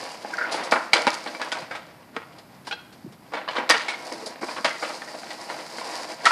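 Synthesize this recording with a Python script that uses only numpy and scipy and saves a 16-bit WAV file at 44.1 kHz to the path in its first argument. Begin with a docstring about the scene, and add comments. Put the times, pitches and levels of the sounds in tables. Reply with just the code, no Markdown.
"""Wheels rumble and hiss over grit in a quiet suburban hum; soon come knocks, a chirp and hard slams.
Two skateboards are on an asphalt street, heard from behind a garden fence a few metres away.
Rough contacts are bursts of shaped noise; boards ring as sets of fading tones, struck by tiny taps.
Chirps are wavering tones on a stuttering rasp; hum and drone are filtered noise.
The fence and the house fronts throw every sound but the hum and the dull thumps back as echoes."""
import sys
import numpy as np
from scipy import signal
from scipy.fft import rfft, irfft
from scipy.io import wavfile
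from scipy.ndimage import uniform_filter1d

SR = 44100
rng = np.random.default_rng(int(sys.argv[2]) if len(sys.argv) > 2 else 0)


def store_pcm(level_fs):
    """Save levels as 16-bit WAV."""
    pcm = np.round(np.clip(level_fs, -1, 1) * 32767).astype(np.int16)
    wavfile.write(sys.argv[1], SR, np.atleast_2d(pcm).T)


N = 278271  # length in samples
T = np.arange(N) / SR  # time in seconds
BLOW_T = T[:SR // 3]  # time within one blow


def undb(db):
    """Turn decibels into a gain."""
    return 10 ** (np.asarray(db) / 20)


def unit(x):
    """Scale a steady sound to an rms (average strength) of 1."""
    return x / np.sqrt(np.mean(x ** 2))


def unit_blow(x):
    """Scale a blow to the energy of a fiftieth of a second at rms 1."""
    return x / np.sqrt(np.sum(x ** 2) * 50 / SR)


def add(track, s, x):
    """Mix x into the track from time s, in seconds."""
    start = int(s * SR)
    part = x[:max(N - start, 0)]
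    track[start:start + len(part)] += part


def low_cut(x, hz):
    """Small bodies radiate little below hz."""
    return signal.sosfilt(signal.butter(3, hz, "high", fs=SR, output="sos"), x)


def colour(x, points, treble_db=0, bass_db=0, treble_hz=2800, bass_hz=520):
    """Filter through (f/Hz, level/dB) points, then lift or cut treble and bass; nothing sounds early."""
    size = 4096
    f = np.maximum(np.arange(size // 2 + 1) * SR / size, 1)
    hz, level_db = np.transpose(points)
    db = np.interp(np.log(f), np.log(hz), level_db)
    db = db + treble_db / (1 + (treble_hz / f) ** 4)
    db = db + bass_db / (1 + (f / bass_hz) ** 4)
    # folding the cepstrum puts the filter's energy as early as it can be
    cepstrum = irfft(np.log(undb(db)))[:size // 2]
    cepstrum[1:] *= 2
    response = irfft(np.exp(rfft(cepstrum, size)))
    return signal.fftconvolve(x, response)[:len(x)]


def walk(rate, count=N):
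    """Wander smoothly towards a new chance value rate times a second; spread near 1."""
    hold = max(int(SR / rate), 1)
    steps = np.repeat(rng.standard_normal(count // hold + 1), hold)
    return np.sqrt(2) * uniform_filter1d(steps, hold)[:count]


def grit(count, spread_db):
    """Dense tiny impacts, a few of them much larger than the rest."""
    size_db = spread_db * np.minimum(rng.exponential(size=count), 6)
    return unit(rng.standard_normal(count) * undb(size_db))


def contact(rise, fall, spread_db):
    """Chatter of two rough surfaces that builds up and dies away."""
    build = np.minimum(BLOW_T / rise, 1)
    die_away = np.exp(-np.maximum(BLOW_T - rise, 0) / fall)
    return build * die_away * grit(len(BLOW_T), spread_db)


def drive(force, response):
    """What a body with this response gives out under the force."""
    return signal.fftconvolve(force, response)[:len(force)]


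TAPS_PER_S = 620  # average rate of the tiny collisions within a blow


def taps(rise, fall):
    """A first touch, then tiny collisions at uneven gaps that die away."""
    happens = rng.random(len(BLOW_T)) < TAPS_PER_S / SR
    hits = contact(rise, fall, spread_db=1.5) * happens
    return np.r_[1, hits[1:]]


def ring(hz, t60):
    """One pure tone that fades by 60 dB in t60 seconds."""
    return np.sin(2 * np.pi * hz * BLOW_T) * np.exp(-np.log(1000) * BLOW_T / t60)


# no two blows meet the board at the same place or under the same load
PLACE_DB, LOAD_SHARE = 2.5, 0.02  # spread of each tone's level in dB, and of its pitch as a share


def modes(table, damping):
    """A board's own tones, weighted by where it is struck, detuned and damped by the rider's feet."""
    out = 0
    for hz, db, t60 in table:
        side, place, load = rng.standard_normal(3)
        tone = ring(hz * (1 + LOAD_SHARE * load), t60 / damping)
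        out = out + np.sign(side) * undb(db + PLACE_DB * place) * tone
    return out


# low drone of distant traffic over time: (t/s, level/dB)
DRONE_LEVEL = [(0, -64), (1.3, -86), (1.7, -59), (2.6, -58), (3.3, -60), (3.9, -74), (6.31, -86)]
# tone colour of the drone: (f/Hz, level/dB)
DRONE_COLOUR = [(30, -29), (60, -14), (100, -2), (160, 2), (260, -16), (800, -59)]
# tone colour of the hum and faint hiss: (f/Hz, level/dB)
SUBURB_COLOUR = [(25, -26), (50, -17), (80, -14), (115, -7.5), (165, 1.5), (270, 3), (450, -7.5),
                 (1000, -7.5), (2500, -19.5), (6000, -27.5), (13500, -23.5), (15000, -36)]
SUBURB_DB = -52.4


def suburb():
    """Distant traffic and faint hiss, slowly swelling; a low drone comes and goes."""
    drone = unit(colour(rng.standard_normal(N), DRONE_COLOUR))
    drone_db = np.interp(T, *np.transpose(DRONE_LEVEL))
    hum = unit(colour(rng.standard_normal(N), SUBURB_COLOUR))
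    hum_db = SUBURB_DB + 0.5 * walk(3.7)
    return undb(drone_db) * drone + undb(hum_db) * hum


# tones of the plywood deck with its metal trucks, before chance and damping: (f/Hz, level/dB, t60/s)
DECK = [(238, -6, 0.061), (300.7, 0.5, 0.35), (514, 10, 0.18), (590, -28, 0.059), (677, 12.5, 0.1),
        (825, 20.5, 0.072), (925, 9.5, 0.29), (987, -19, 0.22), (1120, -30, 0.095), (1224, 5.5, 0.4),
        (1394, 5.5, 0.28), (1484, 16.5, 0.061), (1730, -17, 0.15), (1870, 4.5, 0.38), (2178, 17.5, 0.076),
        (2290, 12.5, 0.15), (2820, -29, 0.085), (2960, -7, 0.055), (3300, -32.5, 0.089), (3630, -3, .10),
        (4030, 19, 0.015), (4130, -29, 0.11), (4530, -17, 0.082), (4900, 3, 0.19)]
STONES_PER_S = 110  # for each wheel


def stones():
    """Coarser stones knock the deck through one wheel."""
    hits = (rng.random(N) < STONES_PER_S / SR) * rng.uniform(-0.67, 1, N)
    through_wheel = [(150, -37.0), (240, -1.0), (320, 9), (600, 4.5), (1200, -11), (2000, -10.0), (4000, -6)]
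    knock = colour(modes(DECK, damping=2.6), through_wheel)
    return unit(drive(hits, knock))


# tone colour of wheels on grit, before the bass and treble trims: (f/Hz, level/dB)
RUMBLE_COLOUR = [(59, -69), (100, -66), (147, -45), (177, -40), (237, -3), (269, -10.5), (318, -5),
                 (395, -6.5), (678, 2), (803, -1.5), (1010, -1), (1260, -10), (1940, -7), (2980, -12),
                 (4000, -16.5), (5200, -24), (8800, -120)]
PEBBLES_PER_S, PEBBLE_FALL_S = 65, 0.0023


def pebbles():
    """Small rattles at uneven gaps as the wheels hop over loose stones."""
    hops = (rng.random(N) < PEBBLES_PER_S / SR).astype(float)
    shake = drive(hops, np.exp(-BLOW_T / PEBBLE_FALL_S))
    return unit(colour(shake * grit(N, spread_db=2.0), RUMBLE_COLOUR, treble_db=-0.5, bass_db=-8.5))


# Ride levels, before the trims and the flutter: (t/s, rumble level/dB, hiss level/dB)
# the far rider, who coasts to a stop
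FAR_RIDE = [(0, -30.5, -38), (0.2, -37, -46), (0.46, -30, -47.5), (0.68, -30.5, -55), (0.8, -39, -43.5),
            (0.91, -45, -52.5), (0.979, -24.5, -39), (1.2, -38, -45), (1.6, -37, -49), (1.9, -47.5, -64),
            (3.3, -54, -64.5)]
# the near board is stepped on, tipped up and dragged round
NEAR_TURN = [(3.3, -51, -63), (3.36, -29, -59), (3.46, -40.5, -62), (3.62, -36, -58), (3.82, -36.5, -54),
             (4.05, -35.5, -45), (4.28, -39.5, -44.5), (4.41, -47.5, -63)]
# the near rider pushes off
NEAR_RIDE = [(4.413, -33, -40.5), (4.55, -39.5, -44), (4.85, -35, -38.5), (5.0, -36, -42),
             (5.3, -37.5, -44), (5.44, -35, -43), (5.53, -30.5, -39), (5.59, -33.5, -43), (5.73, -37, -43),
             (5.81, -32, -37), (5.87, -31.5, -40), (5.96, -28.5, -36.5), (6.0, -31.5, -40),
             (6.12, -32, -40), (6.17, -40.5, -47.5), (6.23, -34.5, -46), (6.31, -37, -29)]
# tone colour of the hiss: (f/Hz, level/dB)
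HISS_COLOUR = [(1760, -31), (3000, -26), (3800, -3.5), (4840, 4), (6080, -6), (9880, -11.5), (13000, -26.5),
               (15000, -53)]
RUMBLE_TRIM_DB, HISS_TRIM_DB = -6, -2
BOARD_DB, PEBBLE_DB = -7.0, -8.5  # against the tread
GRAINS_PER_S, GRAIN_S, GRAIN_DB = 110, 0.0011, -7.5  # sand cracking under the wheels; level against the grit


def wheels():
    """Asphalt grain shakes wheels and deck; the uneven road makes the rumble and hiss flutter."""
    s, *columns = np.transpose(FAR_RIDE + NEAR_TURN + NEAR_RIDE)
    rumble_db, hiss_db = (np.interp(T, s, column) for column in columns)
    road_db = 1.0 * walk(50) + 1.2 * walk(14)

    tread = colour(grit(N, spread_db=3.5), RUMBLE_COLOUR, treble_db=-5.0, bass_db=-1.5)
    tread = unit(low_cut(tread, hz=128))
    board = unit(sum(stones() for wheel in range(4)))
    rumble = tread + undb(BOARD_DB) * board + undb(PEBBLE_DB) * pebbles()
    rumble_db = rumble_db + RUMBLE_TRIM_DB + road_db + 1.0 * walk(140)

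    grains = (rng.random(N) < GRAINS_PER_S / SR) * rng.exponential(size=N)
    sand = unit(drive(grains, np.exp(-BLOW_T / GRAIN_S)) * rng.standard_normal(N))
    hiss = unit(colour(grit(N, spread_db=3.5) + undb(GRAIN_DB) * sand, HISS_COLOUR))
    hiss_db = hiss_db + HISS_TRIM_DB + road_db + 0.89 * walk(180)
    return undb(rumble_db) * rumble + undb(hiss_db) * hiss


# tone colour of a dry crack on the road: (f/Hz, level/dB)
CRACK_COLOUR = [(35, -56), (100, -42), (230, -4), (420, -3.5), (600, 3.5), (1200, 0.5), (2000, 1),
                (2900, -4.5), (4600, -9), (6400, -19), (10000, -25.5), (15000, -76)]
TAP_S, RATTLE_S, RATTLE_DB = 0.00075, 0.088, -11  # fade of one tap, fade of the rattle, its level
CLUSTERS_PER_S, CLUSTER_DB = 265, 1.5  # the chatter of a blow comes in bunches
STRONG_T60_S, LINGER_T60_S, LINGER_DB = 0.044, 0.27, -18  # the strongest ring drops fast, then lingers


def blow(rise, fall, treble_db, bass_db, hz, ring_db):
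    """A rattling crack, the ring of the whole board, and one tone that every tap strikes afresh."""
    # loose trucks and bearings chatter on after the blow itself
    rattle = drive(np.abs(taps(rise, RATTLE_S)) ** 1.08, np.exp(-BLOW_T / TAP_S))
    rattle = unit_blow(rattle * rng.standard_normal(len(BLOW_T)))
    bunches = undb(CLUSTER_DB * walk(CLUSTERS_PER_S, count=len(BLOW_T)))
    chatter = unit_blow(bunches * contact(rise, fall, spread_db=1.5))
    crack = unit_blow(colour(chatter + undb(RATTLE_DB) * rattle, CRACK_COLOUR))

    build = np.minimum(BLOW_T / rise, 1)
    body = unit_blow(low_cut(build * modes(DECK, damping=2.18), hz=178))
    # bare wood hits bright, a wheel or a sole hits dull
    flat = [(20, 0), (SR / 2, 0)]
    whole = unit_blow(colour(crack + undb(-3.0) * body, flat, treble_db, bass_db))

    tone = ring(hz, STRONG_T60_S) + undb(LINGER_DB) * ring(hz, LINGER_T60_S)
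    strongest = build * drive(taps(rise, 0.77 * fall), tone)
    strongest = unit_blow(low_cut(strongest, hz=214))
    return unit_blow(whole + undb(ring_db) * strongest)


# trucks knocking as a foot lands or the weight shifts:
# (t/s, level/dB, die-away/s, brightness/dB, strongest ring f/Hz, ring level/dB)
KNOCKS = [(0.247, -32, 0.0041, -16, 830, 1.5), (0.543, -27, 0.0066, -5, 896, 1),
          (0.578, -27, 0.065, -12, 596, -28), (0.737, -23.5, 0.002, -13, 1450, 1),
          (0.7603, -23.5, 0.0037, -10, 1048, 6), (1.074, -20.5, 0.01, 2.5, 596, -10),
          (1.259, -29.5, 0.033, -6.5, 676, -23), (1.349, -37.5, 0.003, 4, 2320, 2),
          (1.414, -26.5, 0.015, 1.5, 1670, -4), (1.5169, -28, 0.018, 10, 2255, -11),
          (1.524, -27.5, 0.006, 2, 1480, -2), (1.62, -39.5, 0.017, -1, 640, -11),
          (1.708, -30.5, 0.029, -2, 1600, -7), (1.749, -32.5, 0.024, 2, 1285, -8),
          (2.675, -38.5, .008, -4, 876, 3), (3.334, -27, 0.024, -4, 880, -17),
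          (3.37, -32.5, .014, -4.5, 1510, -7), (3.412, -41, 0.007, -8, 1730, -3),
          (3.502, -33, 0.053, 1, 1010, -14), (3.581, -25, 0.018, -7, 514, -9),
          (3.692, -25, 0.0034, 13, 1330, -3), (3.803, -31, 0.022, 4, 1830, -8),
          (3.881, -25, 0.025, 9.5, 2212, 0.5), (3.901, -36, 0.0058, 8, 2400, 2),
          (3.917, -36, 0.0048, 7, 1476, 5), (3.935, -33.5, 0.013, 4, 2140, 2),
          (4.114, -32.5, 0.06, -20, 434, -10), (4.219, -36.5, 0.043, -16, 447, 0),
          (4.266, -35.5, 0.016, -14, 605, 1), (4.358, -43.5, 0.0026, -8, 1800, -10),
          (4.4143, -34, 0.02, -16, 630, -16), (4.429, -28.5, 0.012, -14.5, 1020, -5),
          (4.483, -30.5, 0.026, -6, 1030, -7), (4.579, -32, 0.02, -14, 1090, -6),
          (4.707, -33, 0.0052, 3, 2060, 5), (4.751, -38, 0.017, -3, 1940, -7),
          (4.824, -24.5, 0.04, -2.5, 1160, -24), (4.895, -32.5, 0.022, -3, 590, -7),
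          (5.019, -35.5, 0.0065, -3, 1800, -1), (5.075, -40.5, 0.01, -1, 1890, 2),
          (5.138, -36, 0.027, -7, 650, 5), (5.232, -39, 0.0079, -5, 785, 2),
          (5.304, -35.5, 0.016, 10, 1930, -2), (5.4992, -31.5, 0.007, -8, 900, 1),
          (5.524, -45, .015, -7, 800, -12), (5.7836, -34.5, 0.0016, -3, 790, -14),
          (5.812, -33, 0.013, -5, 1030, 6), (6.2541, -18.5, 0.0081, 34, 1854, 2.5)]
KNOCK_RISE_SHARE = 0.15  # build-up as a share of the die-away
KNOCK_BASS_DB, BASS_PER_BRIGHT = -2.5, 1  # bass at neutral brightness; dB lost per dB of brightness


def knocks():
    """Lighter blows: the longer ones build up more slowly, the duller ones carry more bass."""
    out = np.zeros(N)
    for s, db, fall, bright_db, hz, ring_db in KNOCKS:
        bass_db = KNOCK_BASS_DB - BASS_PER_BRIGHT * bright_db
        knock = blow(KNOCK_RISE_SHARE * fall, fall, bright_db, bass_db, hz, ring_db)
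        add(out, s, undb(db) * knock)
    return out


# urethane wheels chirping sideways: (t/s, length/s, middle pitch f/Hz, level/dB)
CHIRPS = [(0.33, 0.013, 1587, -31.5), (0.379, 0.0073, 1830, -35), (0.382, 0.013, 1440, -24),
          (0.411, 0.015, 1430, -22), (0.438, 0.018, 1498, -25.5), (0.449, .01, 2160, -32)]
# the skid that carries the chirps: (t/s, level/dB)
SKID_LEVEL = [(.325, -60), (.34, -31.5), (.365, -55), (.39, -32), (.42, -35), (.45, -37), (.465, -39),
              (.495, -43), (.52, -62)]
# tone colour of the skid: (f/Hz, level/dB)
RASP_COLOUR = [(900, -34), (1400, 2), (1800, 8), (2200, -6), (2900, -34), (3800, -30), (4800, -10),
               (5800, -21), (15000, -53)]
SLIP_HZ, SLIP_JITTER = 150, 0.36  # middle rate of the stutter, and its unevenness as a share
UPPER_RATIO, UPPER_DB = 1.42, -16.5  # a second, wavering tone of the wheel
OVERTONE_DB = -42


def chirps():
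    """A wheel sticks and slips sideways: a stuttering rasp that catches into short wavering tones."""
    turns = np.cumsum(SLIP_HZ * (1 + SLIP_JITTER * walk(200))) / SR
    stutter = np.exp(-(turns % 1) / 0.44)
    rasp = unit(colour(grit(N, spread_db=4.5) * stutter, RASP_COLOUR))
    # silent outside the skid
    out = rasp * undb(np.interp(T, *np.transpose(SKID_LEVEL), left=-np.inf, right=-np.inf))
    for s, length, hz, db in CHIRPS:
        count = int(length * SR)
        phase = 2 * np.pi * np.cumsum(hz * (1 + 0.034 * walk(490, count=count))) / SR
        overtones = np.sin(2 * phase) + np.sin(3 * phase)
        upper = walk(420, count=count) * np.sin(UPPER_RATIO * phase)
        tone = np.sin(phase) + undb(UPPER_DB) * upper + undb(OVERTONE_DB) * overtones
        squeal = unit(tone * undb(2.1 * walk(440, count=count)))
        add(out, s, undb(db) * signal.windows.tukey(count, 0.4) * squeal)
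    return out


# sand grains bursting under a wheel, a sole or the tail: (t/s, level/dB)
SNAPS = [(0.34, -46), (0.3708, -44.5), (0.3882, -46), (0.5238, -41), (.7118, -38), (0.72, -35),
         (.9345, -38), (1.1037, -36), (1.1425, -37.5), (1.448, -45.5), (3.6972, -24), (3.709, -32),
         (4.125, -41), (4.26, -45), (4.6465, -34.5), (5.955, -41.5)]
# tone colour of a bursting grain: (f/Hz, level/dB)
SNAP_COLOUR = [(300, -48), (2500, -23), (4700, 13), (7000, -0.5), (10500, -5.5), (15000, -24.5)]
SNAP_RISE_S, SNAP_FALL_S = 0.00033, 0.00066


def snaps():
    """Single bright ticks of crushed sand, each a very short burst of noise."""
    out = np.zeros(N)
    for s, db in SNAPS:
        tick = colour(contact(SNAP_RISE_S, SNAP_FALL_S, spread_db=3.5), SNAP_COLOUR)
        add(out, s, undb(db) * unit_blow(tick))
    return out


# soles and wheels scraping the grit: (t/s, level/dB, die-away/s, treble level/dB)
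SCUFFS = [(0.509, -26, 0.052, 1), (0.631, -36, 0.029, 13), (0.710, -27, 0.028, 2), (1.128, -39, 0.016, 19),
          (2.135, -42, 0.065, -14), (2.382, -47.5, 0.014, 0), (2.643, -48.5, 0.04, -2),
          (2.666, -38.5, 0.022, 2), (2.922, -49.5, 0.021, -2), (3.121, -51.5, 0.014, -2),
          (3.318, -39.5, .025, -20), (4.125, -43.5, 0.024, 13), (4.259, -36.5, 0.017, 24),
          (6.243, -33.5, 0.012, -11)]
# tone colour of a scuff: (f/Hz, level/dB)
SOLE_COLOUR = [(59, -53), (100, -27), (345, -2.5), (462, -1), (904, -2.5), (1290, -3), (2750, -8.5),
               (4840, -4), (5960, -13.5), (10700, -19), (15000, -76)]
SCUFF_RISE_SHARE = 0.29  # build-up as a share of the die-away


def scuffs():
    """Short gritty scrapes: rough noise that builds up and dies away."""
    out = np.zeros(N)
    for s, db, fall, treble_db in SCUFFS:
        scrape = contact(SCUFF_RISE_SHARE * fall, fall, spread_db=2.0)
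        add(out, s, undb(db) * unit_blow(colour(scrape, SOLE_COLOUR, treble_db)))
    return out


# tail or whole board slammed on the road: (t/s, level/dB, build-up/s, die-away/s, treble level/dB,
# bass level/dB, strongest ring f/Hz, ring level/dB, rebound delay/s, rebound level against the slam/dB)
SLAMS = [(0.7205, -14.5, 0.0038, 0.011, -13.5, -3, 1254, -10.5, 0.035, -6),
         (0.932, -12, 0.00088, 0.0074, 8.5, -1, 2287, -10, 0.024, -10.5),
         (1.0684, -18, 0.00021, 0.0018, 0.5, 4, 900, -3, 0.0065, -9),
         (2.1642, -28.5, 0.0016, 0.0026, -7.5, -10, 460, -4.5, .008, -18),
         (3.696, -11, 0.0082, 0.016, 7, -7, 1823, -5, .042, -10.5),
         (4.645, -17, 0.0023, 0.025, 1.5, -8, 580, -10.5, 0.022, -21),
         (6.258, -11, 0.0043, 0.017, -1, -13.5, 1345, 3, 0.046, -5.5)]
# the other end of the board comes down just after each slam, more softly
REBOUND_RISE_S, REBOUND_FALL_S, REBOUND_TREBLE_DB = 0.0029, 0.014, -11.5


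def slams():
    """The board hits the road hard, one end after the other; the second blow is softer and duller."""
    out = np.zeros(N)
    for s, db, rise, fall, treble_db, bass_db, hz, ring_db, lag, rebound_db in SLAMS:
        first = blow(rise, fall, treble_db, bass_db, hz, ring_db)
        add(out, s, undb(db) * first)
        dull_db = treble_db + REBOUND_TREBLE_DB
        rebound = blow(REBOUND_RISE_S, REBOUND_FALL_S, dull_db, bass_db, hz, ring_db)
        add(out, s + lag, undb(db + rebound_db) * rebound)
    return out


# bare wood clacking on the road: (t/s, level/dB, die-away/s, pitch ratio, treble level/dB)
CLACKS = [(0.966, -24.5, .004, 0.98, 5), (1.272, -38.5, .005, 0.99, 17), (1.447, -43, .004, 0.95, 2),
          (2.671, -40, 0.01, 1.03, 4), (2.7106, -30.5, 0.0059, 0.86, 4.5), (2.723, -29.5, 0.0088, 0.95, 4),
          (3.478, -33, 0.002, 1.13, -11), (3.485, -28, 0.012, 1.08, -4), (3.533, -38.5, 0.0061, 1, 2),
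          (3.565, -28.5, 0.013, .97, -3), (3.748, -26, 0.0053, 0.85, 3), (3.884, -37, 0.0057, 0.84, -8)]
# tones of a bare plywood nose or tail, before pitch ratio, chance and damping: (f/Hz, level/dB, t60/s)
PLYWOOD = [(492, -1, 0.13), (696, -3, 0.096), (888, 6.5, 0.036), (983, 5.5, 0.047), (1250, -7, 0.044),
           (1600, 5, 0.041), (2000, -22, 0.019), (2820, -4, 0.06), (3100, -8, .045), (3130, -8, 0.034),
           (3450, -1.5, 0.034), (3980, -6, 0.022), (4420, -10, 0.042)]
CLACK_RISE_S, CLACK_CRACK_DB = 0.0018, -9  # build-up; level of the crack against the wood


def clacks():
    """The wooden tip chatters on the asphalt: a dry crack and a short, high ring."""
    out = np.zeros(N)
    tilt = [(100, 7), (400, -8), (5000, 5.5), (7000, -1.5)]
    for s, db, fall, pitch, treble_db in CLACKS:
        tuned = [(hz * pitch, mode_db, t60) for hz, mode_db, t60 in PLYWOOD]
        wood = unit_blow(drive(taps(CLACK_RISE_S, fall), modes(tuned, damping=1.26)))
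        crack = unit_blow(colour(contact(CLACK_RISE_S, fall, spread_db=1.5), CRACK_COLOUR))
        clack = colour(wood + undb(CLACK_CRACK_DB) * crack, tilt, treble_db)
        add(out, s, undb(db) * unit_blow(low_cut(clack, hz=260)))
    return out


# dull low thumps: (t/s, f/Hz, level/dB)
BUMPS = [(1.0695, 250, -30), (1.622, 151, -47), (1.636, 290, -58), (2.128, 254, -48.5), (2.166, 270, -38),
         (3.044, 203, -38), (3.062, 330, -40), (3.075, 125, -42.5), (3.105, 211, -47)]


def bumps():
    """Dull thumps: a low tone that swells and fades within a few cycles."""
    out = np.zeros(N)
    for s, hz, db in BUMPS:
        thump = low_cut(BLOW_T * ring(hz, t60=0.024), hz=135)
        add(out, s, undb(db) * unit_blow(thump))
    return out


# the wooden tip dragged over the asphalt:
# (t/s, length/s, level/dB, treble level/dB, groan start f/Hz, groan end f/Hz)
SCRAPES = [(1.396, 0.024, -33.5, -10, 763, 643), (1.451, 0.035, -36.5, -7, 1033, 844),
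           (1.548, 0.036, -32.5, -14, 1337, 850), (3.48, 0.025, -33, -7, 1160, 923),
           (3.55, 0.0445, -29, -4, 1275, 927), (3.59, .055, -32, -15, 996, 833),
           (4.562, 0.03, -32.5, -1, 1000, 1295)]
JUDDER_PER_S, JUDDER_DB = 360, 0.5
GROAN_DB, GROAN_WIDTH_HZ = -3, 360  # level against the rasp; rate of the wander that broadens the groan


def scrapes():
    """Wood judders over the road: a dry rasp and a broad groan that slides as the load shifts."""
    out = np.zeros(N)
    for s, length, db, treble_db, start_hz, end_hz in SCRAPES:
        count = int(length * SR)
        judder = undb(JUDDER_DB * walk(JUDDER_PER_S, count=count))
        rasp = unit(colour(grit(count, spread_db=3.5), CRACK_COLOUR, treble_db, bass_db=1))
        phase = 2 * np.pi * np.cumsum(np.linspace(start_hz, end_hz, count)) / SR
        groan = unit(walk(GROAN_WIDTH_HZ, count=count) * np.sin(phase))
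        drag = unit(judder * (rasp + undb(GROAN_DB) * groan))
        add(out, s, undb(db) * signal.windows.tukey(count, 0.25) * drag)
    return out


HOUSE_ECHO_S, HOUSE_SMEAR_S = 0.063, 0.011  # delay and fade of the house echo
NEAR_DB, HOUSE_DB, TAIL_DB = -10.0, -22, -16.5  # house and tail are coloured after this


def street(x):
    """Fence and kerb answer within milliseconds; house fronts give one smeared echo and a thin tail."""
    t = T[:SR]
    near = grit(SR, spread_db=0.5) * np.exp(-t / 0.015) * (t > 0.006)
    house_shape = np.exp(-np.abs(t - HOUSE_ECHO_S) / HOUSE_SMEAR_S) * (t > HOUSE_ECHO_S)
    house = grit(SR, spread_db=3.5) * house_shape
    tail_shape = np.exp(-np.log(1000) * t / 0.59) * np.minimum(t / 0.048, 1)
    tail = grit(SR, spread_db=3.5) * tail_shape
    far = undb(HOUSE_DB) * unit(house) + undb(TAIL_DB) * unit(tail)
    far = colour(far, [(100, 6.5), (600, -3.5), (1400, 5.5), (2300, 2.0), (5000, 0.5), (12000, -7.0)])
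    echoes = (undb(NEAR_DB) * unit(near) + far) / np.sqrt(SR)
    return x + signal.fftconvolve(x, echoes)[:N]


def scene():
    """Both boards in the street, the same in both ears; thumps and hum get no echo."""
    rolling = wheels() + chirps()
    blows = knocks() + slams() + clacks()
    grinding = snaps() + scuffs() + scrapes()
    sound = street(rolling + blows + grinding) + bumps() + suburb()
    return np.array([sound, sound])


TOP_HZ = 15000


def record(dry):
    """Flatten peaks at full scale, then cut the treble above TOP_HZ with a steep filter."""
    top_cut = signal.ellip(8, 0.2, 70, TOP_HZ, fs=SR, output="sos")
    return signal.sosfilt(top_cut, np.clip(dry, -1, 1))


dry = scene()
out = record(dry)
store_pcm(out)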